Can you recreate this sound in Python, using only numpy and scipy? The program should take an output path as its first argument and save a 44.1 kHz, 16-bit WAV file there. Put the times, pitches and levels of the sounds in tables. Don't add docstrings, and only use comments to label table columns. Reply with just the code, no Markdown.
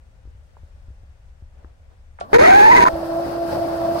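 import sys
import numpy as np
from scipy import signal
from scipy.fft import rfft, irfft
from scipy.io import wavfile
from scipy.ndimage import uniform_filter1d, minimum_filter1d

SR = 44100
rng = np.random.default_rng(int(sys.argv[2]) if len(sys.argv) > 2 else 0)


def digitize_waveform(pressure):
    field = np.atleast_2d(pressure).T
    bounded = np.clip(field, -1, 1)
    quanta = np.round(bounded * 32767).astype(np.int16)
    wavfile.write(sys.argv[1], SR, quanta)


N = 176400
TIME = np.arange(N) / SR
FREQS = np.arange(N // 2 + 1) * SR / N
SIDES = np.array([[1], [-1]])


def from_db(db):
    return 10 ** (np.asarray(db) / 20)


def rms_one(x):
    return x / np.sqrt(np.mean(x ** 2) + 1e-20)


def in_time(rows):
    times, *columns = np.transpose(rows)
    return [np.interp(TIME, times, column) for column in columns]


def at_hz(rows, hz):
    knots_hz, *columns = np.transpose(rows)
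    return [np.interp(np.log(hz + 1e-9), np.log(knots_hz), column) for column in columns]


def drift(rate_hz):
    return rms_one(irfft(rfft(rng.standard_normal(N)) / (1 + (FREQS / rate_hz) ** 2), N))


def jittered_phase(hz, jitter, drift_hz):
    return 2 * np.pi * np.cumsum(hz * (1 + jitter * drift(drift_hz))) / SR


def colour(x, spectrum):
    low_cut = FREQS ** 2 / (FREQS ** 2 + 15 ** 2)
    return rms_one(irfft(rfft(x) * from_db(at_hz(spectrum, FREQS)[0]) * low_cut, N))


def ripple(x, depth_db, bins=260):
    noise = rng.standard_normal((2, len(FREQS)))
    peaks = rms_one(uniform_filter1d(uniform_filter1d(noise, bins), bins))
    return irfft(rfft(x) * from_db(depth_db * peaks * FREQS / (FREQS + 700)), N)


def bandpass(order, low_hz, high_hz):
    return signal.butter(order, [low_hz, high_hz], "band", fs=SR, output="sos")


def swell(centre_s, half_s):
    return np.exp(-((TIME - centre_s) / half_s) ** 2)


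def decay(start_s, t60_s):
    return (TIME >= start_s) * from_db(-60 * np.clip((TIME - start_s) / t60_s, 0, 4))


def ring(start_s, hz, t60_s):
    return decay(start_s, t60_s) * np.sin(2 * np.pi * hz * (TIME - start_s))


def snap(start_s, db, t60_s, low_hz, high_hz, tail_db=-30):
    envelope = decay(start_s, t60_s) + from_db(tail_db) * decay(start_s, t60_s=0.16)
    burst = rng.standard_normal((2, N)) * envelope + 1e-18
    band = bandpass(2, low_hz, high_hz)
    makeup = np.sqrt(SR / 2 / (high_hz - low_hz))
    return from_db(db) * makeup * signal.sosfilt(band, signal.sosfilt(band, burst))


# frequency in Hz, left-right correlation.
CORRELATION = [(60, 0.88), (160, 1), (280, 0.28), (450, 0.022), (740, 0.33), (1200, -0.095), (2000, -0.19),
               (5000, 0.035), (15000, -0.15)]

def airborne(spectrum, balance, flicker_db):
    alike, = at_hz(CORRELATION, FREQS)
    mid, side = rfft(ripple(rng.standard_normal((2, N)), depth_db=1.8))
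    pair = np.sqrt(1 + alike) * mid + np.sqrt(1 - alike) * side * SIDES
    pair *= from_db(at_hz(balance, FREQS)[0] * SIDES / 2)
    band = np.searchsorted([200, 500, 750, 950, 1300, 1900, 3000, 6000], FREQS)
    noise = sum(irfft(pair * (band == k), N) * from_db(flicker_db * drift(21.4)) for k in np.unique(band))
    return colour(noise, spectrum)


# frequency in Hz, relative density in dB.
ROOM_SPECTRUM = [(15, -37), (25, 6), (39, -5.5), (70, 2), (100, -11.5), (190, -26.5), (335, -35),
                 (430, -32.5), (530, -26), (660, -30.5), (960, -36), (1700, -36.5), (3100, -44.5),
                 (9200, -52.5), (11000, -62.5), (16000, -61)]
# frequency in Hz, left minus right in dB.
ROOM_BALANCE = [(60, 3.5), (300, -2), (530, 2), (1000, -5.5), (1600, 4), (4000, 2.5), (9000, 7.5)]
# time in seconds, offset from ROOM_DB in dB.
ROOM_TRIM = [(0, 0.5), (.7, 2), (1.5, 0), (2.15, 0.5)]
ROOM_DB = -46.5

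def room():
    gain = from_db(ROOM_DB + in_time(ROOM_TRIM)[0])
    return gain * airborne(ROOM_SPECTRUM, ROOM_BALANCE, flicker_db=0.6)


# start in seconds, thump in dB, knock in dB.
GRIP_BUMPS = [(.254, -31, -37), (0.275, -31, -37), (.351, -33, -51), (.634, -30.5, -43), (.884, -29, -50),
              (.904, -30, -51), (1.034, -31.5, -43), (1.424, -29, -50), (1.646, -38.5, -31),
              (2.533, -27, -45), (2.933, -22, -45)]
# start in seconds, level in dB, t60 in seconds, low and high edge in Hz.
GRIP_TICKS = [(0.568, -43, 0.024, 378, 1250), (1.6454, -37, .012, 250, 1410)]
# centre in seconds, level in dB, half length in seconds.
FINGER_BRUSHES = [(1.586, -59.5, 0.059), (1.68, -60, 0.054), (1.925, -59, 0.031)]
# frequency in Hz, relative density in dB.
BRUSH_SPECTRUM = [(150, 2), (600, 7), (1500, -6), (4000, -17), (9000, -32), (12000, -35)]

def handling():
    bumps = sum(from_db(thump_db) * ring(s, hz=68.2, t60_s=0.15)
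                + from_db(knock_db) * ring(s, hz=270, t60_s=0.0073)
                for s, thump_db, knock_db in GRIP_BUMPS)
    ticks = sum(snap(*row) for row in GRIP_TICKS)
    strokes = sum(from_db(db) * swell(s, half_s) for s, db, half_s in FINGER_BRUSHES)
    brushes = strokes * colour(rng.standard_normal((2, N)), BRUSH_SPECTRUM)
    return bumps * from_db(1.2 * SIDES) + ticks + brushes


# start in seconds, level in dB, t60 in seconds, low and high edge in Hz.
ROCKER_CLICKS = [(2.1867, -39, 0.057, 530, 1880), (2.2, -48, 0.045, 2000, 11100),
                 (2.2066, -38, 0.018, 650, 5100)]
# frequency in Hz, level in dB, t60 in seconds.
COVER_MODES = [(592, -33.5, 0.16), (700, -20, 0.057), (756, -27.5, 0.081), (1150, -31, 0.23),
               (1400, -29, 0.088)]
CLICK_TOP_HZ, COVER_STRIKE_S = 10300, 2.2115

def switch():
    clicks = sum(snap(*row, tail_db=-7) for row in ROCKER_CLICKS)
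    clicks = signal.sosfilt(signal.butter(20, CLICK_TOP_HZ, fs=SR, output="sos"), clicks)
    lag_s = np.array([[0], [0.0004]])
    cover = sum(from_db(db) * ring(COVER_STRIKE_S + lag_s, hz, t60_s) for hz, db, t60_s in COVER_MODES)
    return clicks + signal.sosfilt(bandpass(4, 400, 6000), cover + 1e-18)


# centre in seconds, level in dB, half length in seconds.
PULLEY_RINGS = [(2.99, -35, 0.038), (3.53, -29.5, 0.027)]

def pulley_rings():
    envelope = sum(from_db(db) * swell(s, half_s) for s, db, half_s in PULLEY_RINGS)
    return envelope * np.sin(jittered_phase(hz=847, jitter=0.0114, drift_hz=61))


# time in seconds, rumble and hiss in dB before trim.
LOOP_SPIN_UP = [(2.2, -83, -100), (2.24, -41, -92), (2.29, -45.5, -69), (2.325, -32, -57),
                (2.6, -28.5, -40.5)]
LOOP_RUNNING = [(2.92, -28.5, -51.5), (3.174, -27.5, -50.5), (3.304, -26, -48.5), (3.412, -30.5, -52),
                (3.524, -23.5, -44), (3.59, -25.5, -50), (3.75, -27, -48), (3.908, -25.5, -49),
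                (3.96, -24.5, -46.5), (4.0, -24, -42.5)]
# frequency in Hz, relative density in dB.
RUMBLE_SPECTRUM = [(30, -27), (70, -5), (130, -2.5), (230, -8), (330, -1.5), (430, -9), (560, 4.5),
                   (690, 5), (770, -1), (930, -5.5), (1130, -6.5), (1250, -12.5), (1600, -15),
                   (2200, -28.5), (3000, -31), (6000, -42)]
HISS_SPECTRUM = [(1000, -4.5), (2500, 2), (3400, -1.5), (4100, 2), (4800, 7), (5500, 0), (6800, -10),
                 (9000, -4), (11000, -8), (13500, -3.5), (16000, -10.5)]
# frequency in Hz, left minus right in dB.
LOOP_BALANCE = [(60, -1), (450, -3), (740, -0.5), (2000, 4.5), (3300, -0.5), (5500, 1.5), (15000, -3.5)]
RUMBLE_TRIM_DB, HISS_TRIM_DB = -1, 3

def rope_loop(shaft_angle):
    rumble_db, hiss_db = in_time(list(LOOP_SPIN_UP) + list(LOOP_RUNNING))
    rumble = from_db(rumble_db + RUMBLE_TRIM_DB) * airborne(RUMBLE_SPECTRUM, LOOP_BALANCE, flicker_db=2)
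    hiss = from_db(hiss_db + HISS_TRIM_DB) * airborne(HISS_SPECTRUM, LOOP_BALANCE, flicker_db=0.8)
    throb = 1 + 0.075 * np.cos(shaft_angle)
    buzz = 1 + 0.22 * np.cos(11 * shaft_angle)
    return rumble * throb + hiss * buzz


# shaft multiple, base level in dB, left minus right in dB, left lead in radians, swing share.
WHINE_LINES = [(11, -30, -2, -0.31, 0.13), (21, -42.5, 9, 1.5, 1), (22, -27.5, -0.5, 1.2, 0.7),
               (33, -56, -8.5, -1.43, 0.43), (44, -50.5, 4.5, 1.2, 0.14)]
# time in seconds, level swing in dB.
WHINE_SWING = [(2.3, -37.5), (2.8, -2.5), (2.95, 1), (3.04, -18), (3.10, -3), (3.18, 5), (3.30, -13),
               (3.43, 5), (3.49, -3), (3.63, 1.5), (3.76, -5.5), (3.79, 2), (3.91, 9), (4, -4)]
# time in seconds, gain of the lowest line in dB.
HUM_ENTRY = [(2.3, -33.5), (2.91, -17), (2.94, 1)]
WHINE_WAVER_DB = 2.5

def motor_whine(shaft_angle):
    swing_db, = in_time(WHINE_SWING)
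    lines = []
    for order, base_db, pan_db, lead_rad, share in WHINE_LINES:
        level_db = base_db + pan_db * SIDES / 2 + share * (swing_db + WHINE_WAVER_DB * drift(24))
        lines.append(from_db(level_db) * np.sqrt(2) * np.sin(order * shaft_angle + lead_rad * SIDES / 2))
    hum, *upper = lines
    return hum * from_db(in_time(HUM_ENTRY)[0]) + sum(upper)


# time in seconds, turns per second.
SHAFT_SPEED = [(2.22, 8), (2.45, 20), (2.6, 25.6), (2.75, 29.3), (2.92, 30.2), (3.13, 30.44), (3.9, 30.49),
               (4, 30.6)]
MOTOR_ON_S = 2.2

def drive():
    shaft_angle = jittered_phase(in_time(SHAFT_SPEED)[0], jitter=0.0045, drift_hz=8.5)
    return (TIME > MOTOR_ON_S) * (motor_whine(shaft_angle) + rope_loop(shaft_angle))


# start in seconds, level in dB, t60 in seconds, low and high edge in Hz.
ROPE_SLAPS = [(2.331, -20, 0.032, 350, 2870), (2.384, -24, .018, 1200, 2600), (2.854, -12, .016, 950, 1750),
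              (2.863, -15, 0.06, 1090, 1710), (2.8823, -12, 0.02, 700, 1800)]

def rope_slaps():
    return sum(snap(*row, tail_db=-42) for row in ROPE_SLAPS)


# centre in seconds, fraction of contact lost, half length in seconds.
ROPE_BOUNCES = [(2.3813, 0.87, 0.0053), (2.746, 0.58, 0.0037), (2.846, 0.83, 0.0042), (2.858, .8, 0.0019)]
CONTACT_S, RELEASE_S = 2.3308, 2.8865

def rope_contact():
    touching = (TIME > CONTACT_S) * (TIME < RELEASE_S) + decay(RELEASE_S, t60_s=0.012)
    dips = [1 - lost * swell(s, half_s) for s, lost, half_s in ROPE_BOUNCES]
    return touching * np.prod(dips, axis=0)


# time in seconds, level in dB before the mid and side gains.
SCRAPE_LEVEL = [(2.33, -39.5), (2.347, -25), (2.372, -41), (2.39, -32.5), (2.46, -31), (2.576, -37),
                (2.604, -33), (2.68, -37.5), (2.776, -29.5), (2.797, -35.5), (2.837, -30), (2.848, -42),
                (2.885, -35.5)]
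# frequency in Hz, relative density in dB.
SCRAPE_MID_SPECTRUM = [(40, -2.5), (130, -6), (260, -4), (400, 3.5), (600, -18.5), (780, -9.5), (950, -3),
                       (1150, -14), (1600, -4), (2100, -7.5), (2500, -12), (2950, -25), (3700, -20.5),
                       (4500, -20.5), (5600, -28.5), (6600, -24), (7800, -38), (9200, -31.5), (11000, -40),
                       (16000, -42.5)]
SCRAPE_SIDE_SPECTRUM = [(40, -20), (280, -14.5), (400, -4), (475, 9.5), (560, -4), (850, 9), (1150, -9),
                        (1450, -14), (1950, 1.5), (2350, -18.5), (2700, -15.5), (3400, -23.5), (6500, -31),
                        (9000, -42), (16000, -45)]
SCRAPE_MID_DB, SCRAPE_SIDE_DB, SCRAPE_GRAIN_DB = 13.5, 20, 1

def fibre_scrape(strand_phase):
    pulsing = 1 + 0.45 * np.cos(strand_phase)
    fibres = rng.standard_normal((2, N)) * pulsing * from_db(SCRAPE_GRAIN_DB * drift(144))
    fibres = ripple(fibres, depth_db=2.3)
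    mid = from_db(SCRAPE_MID_DB) * colour(fibres[0], SCRAPE_MID_SPECTRUM)
    side = from_db(SCRAPE_SIDE_DB) * colour(fibres[1], SCRAPE_SIDE_SPECTRUM)
    return from_db(in_time(SCRAPE_LEVEL)[0]) * (mid + side * SIDES)


# time in seconds, excitation of the fundamental in dB.
ZIP_PRESSURE = [(2.33, -16), (2.345, -6.5), (2.37, -8.5), (2.41, -6.5), (2.44, -10.5), (2.49, -6.5),
                (2.585, -8.5), (2.715, -6.5), (2.755, -6), (2.778, -17), (2.79, -5), (2.812, -17),
                (2.83, -3), (2.85, -14), (2.872, -6.5), (2.886, -20)]
# time in seconds, excitation of the overtones in dB before roll-off.
ZIP_OVERTONES = [(2.337, -3.5), (2.39, -14), (2.447, 3.5), (2.485, -1.5), (2.52, -4), (2.645, -1),
                 (2.668, 1), (2.695, -14), (2.725, 0.5), (2.748, -8), (2.774, 1), (2.80, -20), (2.885, -32)]
# frequency in Hz, mid gain in dB, side gain in dB, mid lead in radians.
CASE_RESPONSE = [(410, -0.5, 2.5, 0.59), (600, -19.5, 4.5, 1.8), (720, -29, 4, 1), (910, -7, 4, 2.33),
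                 (996, -6, 1.5, 1.96), (1360, -14, -10, 4.4), (1455, -24, -20, 2.3), (1533, -6, -13, 2.8),
                 (1800, -17, -5, 0.88), (1997, -6.5, -3.5, 1.75), (2250, -9.5, -17, 1.6),
                 (2850, -33, -18, 3.5), (6060, -16.5, -30, 2.1)]
ROLLOFF_DB_PER_OCTAVE, SHIMMER_DB = 8, 1

def strand_zip(strand_phase):
    rate_hz, = in_time(STRAND_RATE)
    pressure_db, = in_time(ZIP_PRESSURE)
    overtone_db, = in_time(ZIP_OVERTONES)
    mid, side = 0, 0
    for k in range(1, 6):
        mid_db, side_db, lead_rad = at_hz(CASE_RESPONSE, k * rate_hz)
        level_db = (pressure_db if k == 1 else overtone_db) - ROLLOFF_DB_PER_OCTAVE * np.log2(k)
        level_db += SHIMMER_DB * np.sqrt(k) * drift(86)
        mid += from_db(level_db + mid_db) * np.cos(k * strand_phase + lead_rad)
        side += from_db(level_db + side_db) * np.cos(k * strand_phase)
    return mid + side * SIDES


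# time in seconds, strands passing the case per second.
STRAND_RATE = [(2.33, 408.7), (2.365, 477), (2.402, 494.5), (2.415, 582.7), (2.447, 662.3), (2.462, 630.2),
               (2.478, 752.5), (2.497, 705), (2.52, 780.8), (2.538, 755.5), (2.585, 848), (2.615, 816),
               (2.63, 860.8), (2.645, 838.8), (2.667, 922.5), (2.688, 855.7), (2.722, 1000), (2.745, 910.7),
               (2.768, 1031), (2.805, 922.6), (2.825, 989), (2.845, 961.4), (2.878, 1036)]
BRAID_STRANDS, BRAID_DEPTH = 8, 0.3

def rope_rub():
    strand_phase = jittered_phase(in_time(STRAND_RATE)[0], jitter=0.01972, drift_hz=212)
    rub = strand_zip(strand_phase) + fibre_scrape(strand_phase)
    braid = 1 + BRAID_DEPTH * np.cos(strand_phase / BRAID_STRANDS + drift(34))
    return rope_contact() * rub * braid


def scene():
    return room() + handling() + switch() + drive() + pulley_rings() + rope_rub() + rope_slaps()


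CEILING, LIMITER_S, CUTOFF_HZ = 0.98, 0.0012, 16000

def record(dry):
    window = int(LIMITER_S * SR)
    needed_gain = np.minimum(1, CEILING / (np.abs(dry).max(axis=0) + 1e-9))
    limited = dry * uniform_filter1d(minimum_filter1d(needed_gain, window), window)
    return signal.sosfilt(signal.ellip(12, 0.1, 80, CUTOFF_HZ, fs=SR, output="sos"), limited)


dry = scene()
out = record(dry)
digitize_waveform(out)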